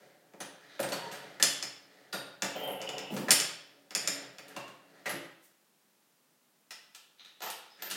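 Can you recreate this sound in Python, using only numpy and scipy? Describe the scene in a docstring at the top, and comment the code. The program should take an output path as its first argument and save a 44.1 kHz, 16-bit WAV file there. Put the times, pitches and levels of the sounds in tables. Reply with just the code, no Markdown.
"""A bare, quiet room, with one small microphone a metre from an old coin game in an oak wall cabinet.
A knob slides the catcher and frees a steel ball, which rolls down rails, ticks through pins and drops
onto metal, ringing each part it strikes. Levers knock inside, with the case as their sounding board.
At the end a hand feeds a coin into the slot at the side, and it clatters down the chute."""
import sys
import numpy as np
from scipy import signal
from scipy.fft import rfft, irfft
from scipy.io import wavfile
from scipy.ndimage import uniform_filter1d, map_coordinates

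SR = 44100
rng = np.random.default_rng(int(sys.argv[2]) if len(sys.argv) > 2 else 0)


def master(y):
    """Save y as 16-bit WAV."""
    cut = np.clip(np.atleast_2d(y).T, -1, 1)
    pcm = np.round(cut * 32767)  # scale
    wavfile.write(sys.argv[1], SR, pcm.astype(np.int16))


N = 351036
T = np.arange(N) / SR
RING = T[:SR // 5]  # time axis of one ring-out, in seconds


# The ball's strikes, with a quick slap just after the two hardest (at 1.433 and 3.3156 s), probably
# off a nearby wall. At 2.4215 s the ball lands on the steel rail, which rings like the pins.
# Each row: start in seconds, strength in dB, kind of ring.
STRIKES_AND_SLAPS = [(1.4257, -26.5, "launcher"), (1.433, -53, "launcher"), (1.6262, -40.5, "launcher"),
                     (2.4215, -39, "pin"), (2.816, -46, "pin"), (2.8905, -45, "pin"), (2.982, -45, "pin"),
                     (3.3064, -24.5, "tray"), (3.3156, -43, "tray"), (3.4001, -35.5, "tray"),
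                     (3.9069, -48, "tray"), (3.9503, -34.5, "tray"), (4.0747, -34.5, "tray"),
                     (4.384, -49, "tray")]
# Resonances of the steel parts. Each row: pitch in Hz, width in Hz, relative level in dB.
LAUNCHER_MODES = [(2750, 50, -7), (3425, 70, -3), (4290, 25, 2), (4348, 25, 1), (5030, 150, -3),
                  (5230, 80, 1), (6205, 20, 3), (6260, 30, 1), (7280, 70, -2), (9400, 200, -5)]
PIN_MODES = [(2620, 60, -1), (3520, 60, 1), (5240, 45, 1), (6740, 110, -4), (6915, 80, -2), (7220, 70, -1)]
TRAY_MODES = [(2555, 60, -5), (3410, 40, -4), (3645, 40, -3), (4543, 16, 4), (5220, 70, 0), (5390, 70, -3),
              (6900, 45, 3), (7223, 22, 7), (7349, 25, 1), (8756, 35, -1), (9471, 70, -2), (11601, 40, -6)]
STEEL_RINGS = {"launcher": LAUNCHER_MODES, "pin": PIN_MODES, "tray": TRAY_MODES}
# Spectra of board, steel contact and loose metal. Each row: frequency in Hz, relative level in dB.
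CLACK_SPECTRUM = [(450, -28.5), (850, -12), (1200, 6), (1800, 8.5), (2500, 9), (3600, -11.5)]
CRACK_SPECTRUM = [(1700, -23.5), (2700, 5), (4300, 4), (5250, 14), (6200, 7), (7150, 14), (10000, -20)]
SPARKLE_SPECTRUM = [(6000, -24.5), (8300, 9), (9500, 7.5), (12200, 2), (14000, -18.5)]

def ball_strikes():
    """Hard contacts ring the steel, thump the board and set loose metal sizzling; two slaps follow."""
    out = np.zeros(N)
    for start, ring_db, kind in STRIKES_AND_SLAPS:
        force_db = ring_db + 24  # zero at a full strike
        # a stronger strike is a shorter contact, so the treble grows faster than the bass
        thud_db = -38 + 0.78 * force_db
        clack_db = -33.5 + 0.89 * force_db
        sparkle_db = -27.5 + 1.67 * force_db
        cutoff_hz = 38300 * 2 ** (force_db / 7.5)  # a gentle touch misses the highest modes
        chatter = contact(ms=15)
        thud = excite(chatter, modes(CABINET_MODES), thud_db)
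        clack = excite(chatter, colour(CLACK_SPECTRUM), clack_db)
        ring = amp(ring_db - 5) * modes(STEEL_RINGS[kind])
        crack = excite(contact(ms=2.6), colour(CRACK_SPECTRUM), ring_db - 0.8)
        steel = cut(ring + crack, cutoff_hz, "low")
        sizzle = excite(contact(ms=8), jingle(SPARKLE_SPECTRUM), sparkle_db)
        add(out, start, amp(31) * (thud + clack + steel + sizzle))
    return out


# The ball runs along the rail, trickles through the pins and circles in the catcher's cup.
# Each row: start and end in seconds, then rumble, rail ring and hiss in dB.
BALL_RUNS = [(2.555, 2.72, -41.5, -52, -58.5), (2.8, 3.05, -47, -53.5, -74), (3.11, 3.215, -40, -40.5, -67)]
# The rail's resonances. Each row: pitch before bending in Hz, width in Hz, relative level in dB.
RAIL_MODES = [(2720, 260, -7), (3030, 260, 0)]
# They bend as the ball goes on. Each row: time in seconds, pitch ratio.
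RAIL_BEND = [(2.6, 1.02), (2.78, .97)]
# Hiss at the rolling contact. Each row: frequency in Hz, relative level in dB.
HISS_SPECTRUM = [(1000, -13), (2000, -9.5), (4500, -11.5), (8000, -13.5), (12500, 4), (15500, 10)]

def ball_rolling():
    """The ball's bumps drum on the case, make the rail ring and hiss at the contact."""
    rumble, ring, hiss = strokes(BALL_RUNS, attack_s=0.014, sag_db_per_s=15.5, release_db_per_s=223)
    bumps = grit(spread_db=4)
    board = modes(CABINET_MODES, damping=2) + 0.2 * through(contact(ms=1), colour(CLACK_SPECTRUM))
    case = level(through(bumps, board))
    # in the cup the ball runs more slowly: its rumble deepens and the rail falls silent
    in_cup = np.interp(T, [3.09, 3.12], [0, 1])
    cup = colour([(90, -19), (150, 4), (350, 3), (550, -5.5), (1200, -19.5), (3000, -29.5)])
    body = (1 - in_cup) * case + in_cup * level(through(bumps, cup))
    rail_tones = through(grit(spread_db=7), modes(RAIL_MODES))
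    rail = (1 - in_cup) * level(glide(rail_tones, RAIL_BEND))
    treble = level(through(bumps, colour(HISS_SPECTRUM)))
    return rumble * body + ring * rail + hiss * treble


# Catches on the fast run. Each row: start in seconds, opening pitch in Hz, relative level in dB.
RAIL_CATCHES = [(2.562, 14800, -51), (2.6, 14000, -53), (2.638, 13100, -46.5), (2.676, 11300, -45.5),
                (2.715, 12100, -46.5)]

def ball_skips(width_hz=1500, rattle_s=0.022, sag_per_s=2):
    """Once a turn the ball catches on the rail: a fine tick, then a broken rattle sinking in pitch."""
    out = np.zeros(N)
    for start, hz, db in RAIL_CATCHES:
        rattle = grit(spread_db=8)[:len(RING)] * np.exp(-RING / rattle_s)
        push = unit(contact(ms=1.2) + amp(3) * unit(rattle))
        ring = through(push, modes([(hz, width_hz, 0)]))
        ring = cut(ring, 8500, "high", order=4)
        sinking = map_coordinates(ring, [np.cumsum(np.exp(-sag_per_s * RING))], order=5)
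        add(out, start, amp(db + 24) * unit(sinking))
    return out


def rail_song(hz=3137, start_s=2.56, peak_s=2.67, end_s=2.73):
    """Under the fast-running ball the rail sings one thin, wavering note that swells and dies."""
    swell = np.interp(T, [start_s, peak_s, end_s], [.6, 1, 0], left=0)
    drift = uniform_filter1d(rng.standard_normal(N), size=700)
    waver = level(uniform_filter1d(drift, size=700))
    phase = 2 * np.pi * np.cumsum(hz + 8 * waver) / SR
    return amp(-44 + 2.5 * waver) * swell * np.sin(phase)


# Levers and wood knock; the row at 3.3145 s is a quick slap after the ball's hardest strike, probably
# off a nearby wall. Each row: start in seconds, strength in dB, hardness in dB, rattle in ms.
KNOCKS_AND_SLAP = [(0.336, -68.5, -11, 3.3), (0.404, -46, -2, 14), (0.793, -49, -10, 6.2),
                   (0.802, -46, 4.5, 3.9), (0.829, -43.5, -5.5, 14.6), (0.889, -47, 1, 5.2),
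                   (0.921, -40, -2.5, 15), (0.933, -53, 9.5, 3), (1.115, -46, 0, 36),
                   (1.399, -45.5, -0.5, 6.9), (2.128, -42, -3, 20), (2.421, -40.5, -3, 8.8),
                   (2.445, -43, -2.5, 4.4), (3.165, -45, -3.5, 6.7), (3.284, -42, -5, 12),
                   (3.3145, -29.5, 7.5, 7.3), (4.482, -60.5, 6, 6.1), (4.564, -47, -4, 7.6),
                   (4.679, -58, -3.5, 5.5), (5.058, -41.5, -2, 37), (5.094, -44.5, -2.5, 26)]
# Resonances of the oak case and its levers. Each row: pitch in Hz, width in Hz, relative level in dB.
CABINET_MODES = [(136, 37.2, 0.5), (169.8, 48, 4.5), (195, 190, -9.5), (280.7, 7.3, 8.5), (337, 84, 3),
                 (412, 79, 4), (575.7, 44, 4.5), (678.5, 38, 3), (800, 180, -4)]
LEVER_MODES = [(961, 240, 6), (1067, 310, 9.9), (1420, 590, 5.7), (1870, 190, 3)]

def levers():
    """The levers knock and sound the oak case; one slap has the same timbre."""
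    return knocks(KNOCKS_AND_SLAP, CABINET_MODES, LEVER_MODES, mix_db=(-0.5, -2, 0.5, -5), gain_db=25.5)


# The coin, round at the side. Each row: start in seconds, strength in dB, hardness in dB, rattle in ms.
COIN_KNOCKS = [(6.707, -50.5, 4.5, 10.4), (6.948, -54.5, 7, 7.4), (7.248, -66.5, 6, 4),
               (7.405, -57, -3, 2.9), (7.419, -46.5, -1.5, 13.4), (7.436, -47.5, -1, 11.5),
               (7.464, -48.5, -3.5, 27), (7.501, -47.5, 12.5, 3.6), (7.822, -47, 1, 6), (7.9, -49, 14, 8.5),
               (7.911, -41, 6.5, 12)]
# Resonances of the side panel and slot. Each row: pitch in Hz, width in Hz, relative level in dB.
PANEL_MODES = [(319, 21, 1), (475, 114, 3.1), (693, 103, 4), (880, 174, 3.5)]
SLOT_MODES = [(1350, 115, 11), (1760, 133, 8.5), (1940, 67, 3), (2990, 150, -3)]

def coin():
    """The coin clicks in its slot and clatters down the chute, sounding the side panel."""
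    return knocks(COIN_KNOCKS, PANEL_MODES, SLOT_MODES, mix_db=(-1.5, -3, 1.5, -10.5), gain_db=27)


# Spectra of metal edges meeting. Each row: frequency in Hz, relative level in dB.
TICK_SPECTRUM = [(1700, -18), (2700, 7.5), (3600, 6.5), (4500, 4), (7500, 1.5), (10000, -17.5)]
JINGLE_SPECTRUM = [(5000, -23.5), (8300, 10), (11000, 4.5), (14200, 3), (15600, -6)]
# Harder parts thud less and sparkle more. In order: thud, clack, tick, sparkle in dB per dB of hardness.
HARDNESS_SLOPES = (-1.69, -0.77, 0.11, 1)

def knocks(table, wood, metal, mix_db, gain_db):
    """Loose parts chatter as they meet: the wood thuds, the metal clacks, the edges tick and jingle."""
    out = np.zeros(N)
    for start, db, hardness_db, rattle_ms in table:
        tilt_db = hardness_db * np.array(HARDNESS_SLOPES)
        thud_db, clack_db, tick_db, sparkle_db = db + np.array(mix_db) + tilt_db
        hit = contact(rattle_ms)
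        thud = excite(hit, modes(wood), thud_db)
        ring = excite(hit, modes(metal), clack_db)
        clack = excite(contact(rattle_ms), colour(CLACK_SPECTRUM), clack_db - 4.5)
        tick = excite(contact(rattle_ms), colour(TICK_SPECTRUM), tick_db)
        sparkle = excite(hit, jingle(JINGLE_SPECTRUM), sparkle_db)
        add(out, start, amp(gain_db) * (thud + ring + clack + tick + sparkle))
    return out


# Parts that ring on after a knock.
# Each row: start in seconds, pitch in Hz, relative level in dB, seconds to fall by 60 dB.
RINGING_PARTS = [(0.404, 6200, -55.5, 0.038), (0.402, 9730, -54.5, 0.063), (0.799, 10870, -51, 0.035),
                 (0.801, 14100, -55, 0.05), (0.828, 8500, -48.5, 0.045), (0.92, 4510, -47, 0.034),
                 (1.018, 947, -49, 0.29), (1.398, 1798, -41, 0.043), (2.13, 1410, -47, 0.11),
                 (2.127, 3750, -49.5, 0.079), (2.126, 4690, -49.5, 0.02), (2.129, 9130, -55, 0.28),
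                 (2.13, 11680, -55, 0.17), (3.283, 1770, -38.5, 0.019), (4.561, 1088, -52, 0.25),
                 (4.562, 2760, -53, 0.2), (5.057, 1960, -41.5, 0.007), (5.062, 2820, -58.5, 0.42),
                 (5.092, 11160, -47.5, 0.034), (5.093, 14020, -58, 0.05), (5.13, 345, -46, 0.28),
                 (6.708, 5310, -55, 0.012), (6.708, 1970, -59.5, 0.034), (6.709, 3370, -60.5, 0.0068),
                 (0.797, 546.5, -41.5, 0.054), (7.421, 13400, -48, 0.26), (7.703, 5100, -66, 0.2),
                 (7.821, 13400, -44.5, 0.093)]

def pings():
    """Springs, plates and the coin are jostled into ringing, each with a close cluster of tones."""
    out = np.zeros(N)
    for start, hz, db, t60 in RINGING_PARTS:
        pitches = hz + rng.uniform(-1, 1, 5) * min(hz * .025, 170)
        cluster = sum(np.sin(2 * np.pi * pitch * RING) for pitch in pitches)
        ring = through(cluster * np.exp(-np.log(1000) * RING / t60), contact(ms=13))
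        add(out, start, amp(db + 31.5) * unit(ring))
    return out


# Catcher, ball and coin in their guides. Each row: start and end in seconds, rumble and scrape in dB.
GUIDE_STROKES = [(0.03, .05, -68, -70.5), (.66, .78, -74, -65), (.95, 1.05, -52, -55.5),
                 (1.16, 1.35, -58.5, -60.5), (1.95, 2.05, -75, -71), (4.03, 4.22, -55, -55),
                 (4.52, 4.6, -62, -64.5), (4.96, 5.05, -70, -70.5), (7.88, 7.96, -56.5, -53)]
# Dragging metal. Each row: frequency in Hz, relative level in dB.
SCRAPE_SPECTRUM = [(800, -27), (1300, 2), (1800, 6.5), (2400, -4.5), (4200, -4.5), (15000, -26.5)]

def sliding(attack_s=0.13, release_db_per_s=136.5):
    """Metal drags in its guides, with the case as a sounding board."""
    drags = strokes(GUIDE_STROKES, attack_s, sag_db_per_s=23, release_db_per_s=release_db_per_s)
    # the hand on the knob keeps the works stirring faintly until they settle
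    stir = strokes([(0, 5.1, -72, -80.5)], attack_s, sag_db_per_s=0, release_db_per_s=release_db_per_s)
    rumble, scrape = drags + stir
    bumps = grit(spread_db=3)
    case = level(through(bumps, modes(CABINET_MODES)))
    return rumble * case + scrape * level(through(bumps, colour(SCRAPE_SPECTRUM)))


# The catcher on its bar, later the coin in its slot. Each row: start and end in seconds, level in dB.
EDGE_RASPS = [(0.69, 0.79, -64.5), (7.195, 7.208, -59), (7.255, 7.27, -58), (7.64, 7.8, -73)]
# Resonances of those edges. Each row: pitch in Hz, width in Hz, relative level in dB.
EDGE_MODES = [(1750, 1450, 7), (3800, 380, 16), (6260, 690, 3)]

def rasping():
    """Metal is pushed along a metal edge in short jerks."""
    push, = strokes(EDGE_RASPS, attack_s=0.015, sag_db_per_s=13, release_db_per_s=397)
    return push * level(through(grit(spread_db=4), modes(EDGE_MODES)))


def swish(peak_s=5.445, width_s=0.022):
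    """A faint, high brush of noise as the player moves round to the side."""
    swell = np.exp(-((T - peak_s) / width_s) ** 2)
    return amp(-65) * swell * level(cut(rng.standard_normal(N), 5000, "high"))


# The bare room's reverberation. Each row: frequency in Hz, seconds to fall by 60 dB.
ROOM_DECAY = [(120, 0.47), (600, 0.65), (3200, 0.67), (6400, 0.43), (12800, 0.35)]

def room(build_s):
    """Diffuse echoes build up quickly and lose their treble first."""
    hz = np.arange(SR // 2 + 1)
    octave = np.log2(np.clip(hz, 100, 12800) / 100)
    noise, t = rfft(rng.standard_normal(SR)), T[:SR]
    tail = 0
    for k in range(8):
        band = irfft(noise * np.clip(1 - abs(octave - k), 0, 1))
        t60 = on_log(100 * 2 ** k, ROOM_DECAY)
        tail = tail + band * np.exp(-np.log(1000) * t / t60)
    return unit(tail * (1 - np.exp(-t / build_s)))


# Quiet air around the microphone. 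Each row: frequency in Hz, relative level in dB.
AIR_SPECTRUM = [(25, -38.5), (55, -33), (134, -14.5), (230, -8.5), (569, -13.5), (2480, -21),
                (16000, -24.5)]

def room_tone():
    """A faint, steady hush lies under everything."""
    return amp(-70.5) * level(through(rng.standard_normal(N), colour(AIR_SPECTRUM)))


def modes(table, damping=1):
    """Decaying resonances; their strength varies with the place that is struck."""
    place_db = 1.5 * rng.standard_normal(len(table))
    ring = 0
    for k, (hz, width, db) in enumerate(table):
        gain = amp(db + place_db[k]) * (-1) ** k * width
        decay = np.exp(-np.pi * width * damping * RING)
        ring = ring + gain * decay * np.sin(2 * np.pi * hz * RING)
    return unit(ring)


def jingle(points, count=12):
    """A small metal part: a brief, very high ring at chance pitches, on top of its plain click."""
    pitches = np.geomspace(8000, 15000, count) * rng.uniform(.96, 1.04, count)
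    click = np.pad(colour(points), (0, len(RING)))[:len(RING)]
    ring = through(click, modes([(hz, hz / 110, 0) for hz in pitches]))
    return unit(click + unit(ring))


def contact(ms):
    """A burst of tiny collisions that dies away and drives all pitches about equally."""
    fade = np.exp(-RING * 1000 / max(ms, .2))
    spectrum = rfft(rng.standard_normal(len(RING)) * fade)
    flat_burst = irfft(spectrum / np.abs(spectrum), len(RING))
    return unit(flat_burst * fade ** .25)


def grit(spread_db):
    """Dense bumps of uneven size, as of one surface running over another."""
    bumps = np.repeat(rng.standard_normal(N // 128 + 1), 128)[:N]
    return level(rng.standard_normal(N) * amp(spread_db * bumps))


def strokes(table, attack_s, sag_db_per_s, release_db_per_s):
    """Each movement gets going, slowly loses speed and runs out; one gain curve for each dB column."""
    out = 0
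    for start, end, *levels_db in table:
        onset = np.clip(1 + (T - start) / attack_s, 0, 1)
        loss_db = sag_db_per_s * np.maximum(T - start, 0) + release_db_per_s * np.maximum(T - end, 0)
        out = out + np.outer(amp(levels_db), onset * amp(-loss_db))
    return out


def excite(hit, response, db):
    """The sound of a contact on a body, at a given strength."""
    return amp(db) * unit(through(hit, response))


def colour(points, size=2048):
    """Causal impulse response with a spectrum given as (Hz, dB) points."""
    hz = np.arange(size // 2 + 1) * SR / size
    cepstrum = irfft(np.log(amp(on_log(hz, points))))
    cepstrum[1:size // 2] *= 2
    cepstrum[size // 2 + 1:] = 0
    return unit(irfft(np.exp(rfft(cepstrum))))


def glide(x, ratios):
    """Bend the pitch of a steady sound along a curve."""
    speed = np.interp(T, *np.transpose(ratios))
    return map_coordinates(x, [np.cumsum(speed)], order=3, mode="wrap")


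def cut(x, hz, kind, order=2):
    """A low-pass or high-pass."""
    return signal.sosfilt(signal.butter(order, min(hz, SR / 2 - 1), kind, fs=SR, output="sos"), x)


def on_log(hz, points):
    """Read (Hz, value) points on a log-frequency axis."""
    f, value = np.transpose(points)
    return np.interp(np.log(hz + 1), np.log(f), value)


def through(x, response):
    """Pass a sound through an impulse response."""
    return signal.fftconvolve(x, response)[:len(x)]


def add(out, start_s, x):
    """Mix a sound in at a time."""
    i = max(int(start_s * SR), 0)
    out[i:i + len(x)] += x[:N - i]


def amp(db):
    """Decibels to gain."""
    return 10 ** (np.asarray(db) / 20)


def unit(x):
    """Scale to an energy of one."""
    return x / np.sqrt(np.sum(x ** 2) + 1e-18)


def level(x):
    """Scale to an rms of one."""
    return unit(x) * np.sqrt(len(x))


def scene():
    """From a metre away the ball sounds through the glass; the works come more by way of the room."""
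    ball = ball_strikes() + ball_skips()
    works = levers() + coin() + pings() + ball_rolling() + sliding() + rasping() + swish()
    out = ball + works + rail_song()
    out += through(ball + amp(2) * works, room(build_s=0.0016))
    add(out, 0.0093, amp(-7) * (ball + works))  # one early echo off a nearby wall
    out += room_tone()
    return np.array([out, out])


def record(dry):
    """A single small microphone that thins the deep bass and cuts the top."""
    bass_cut = signal.cheby1(9, .5, 123, "high", fs=SR, output="sos")
    top_cut = signal.ellip(10, .2, 70, 16050, fs=SR, output="sos")
    thinned = signal.sosfilt(bass_cut, dry) + amp(-16) * dry
    return signal.sosfilt(top_cut, thinned)


dry = scene()
out = record(dry)
master(out)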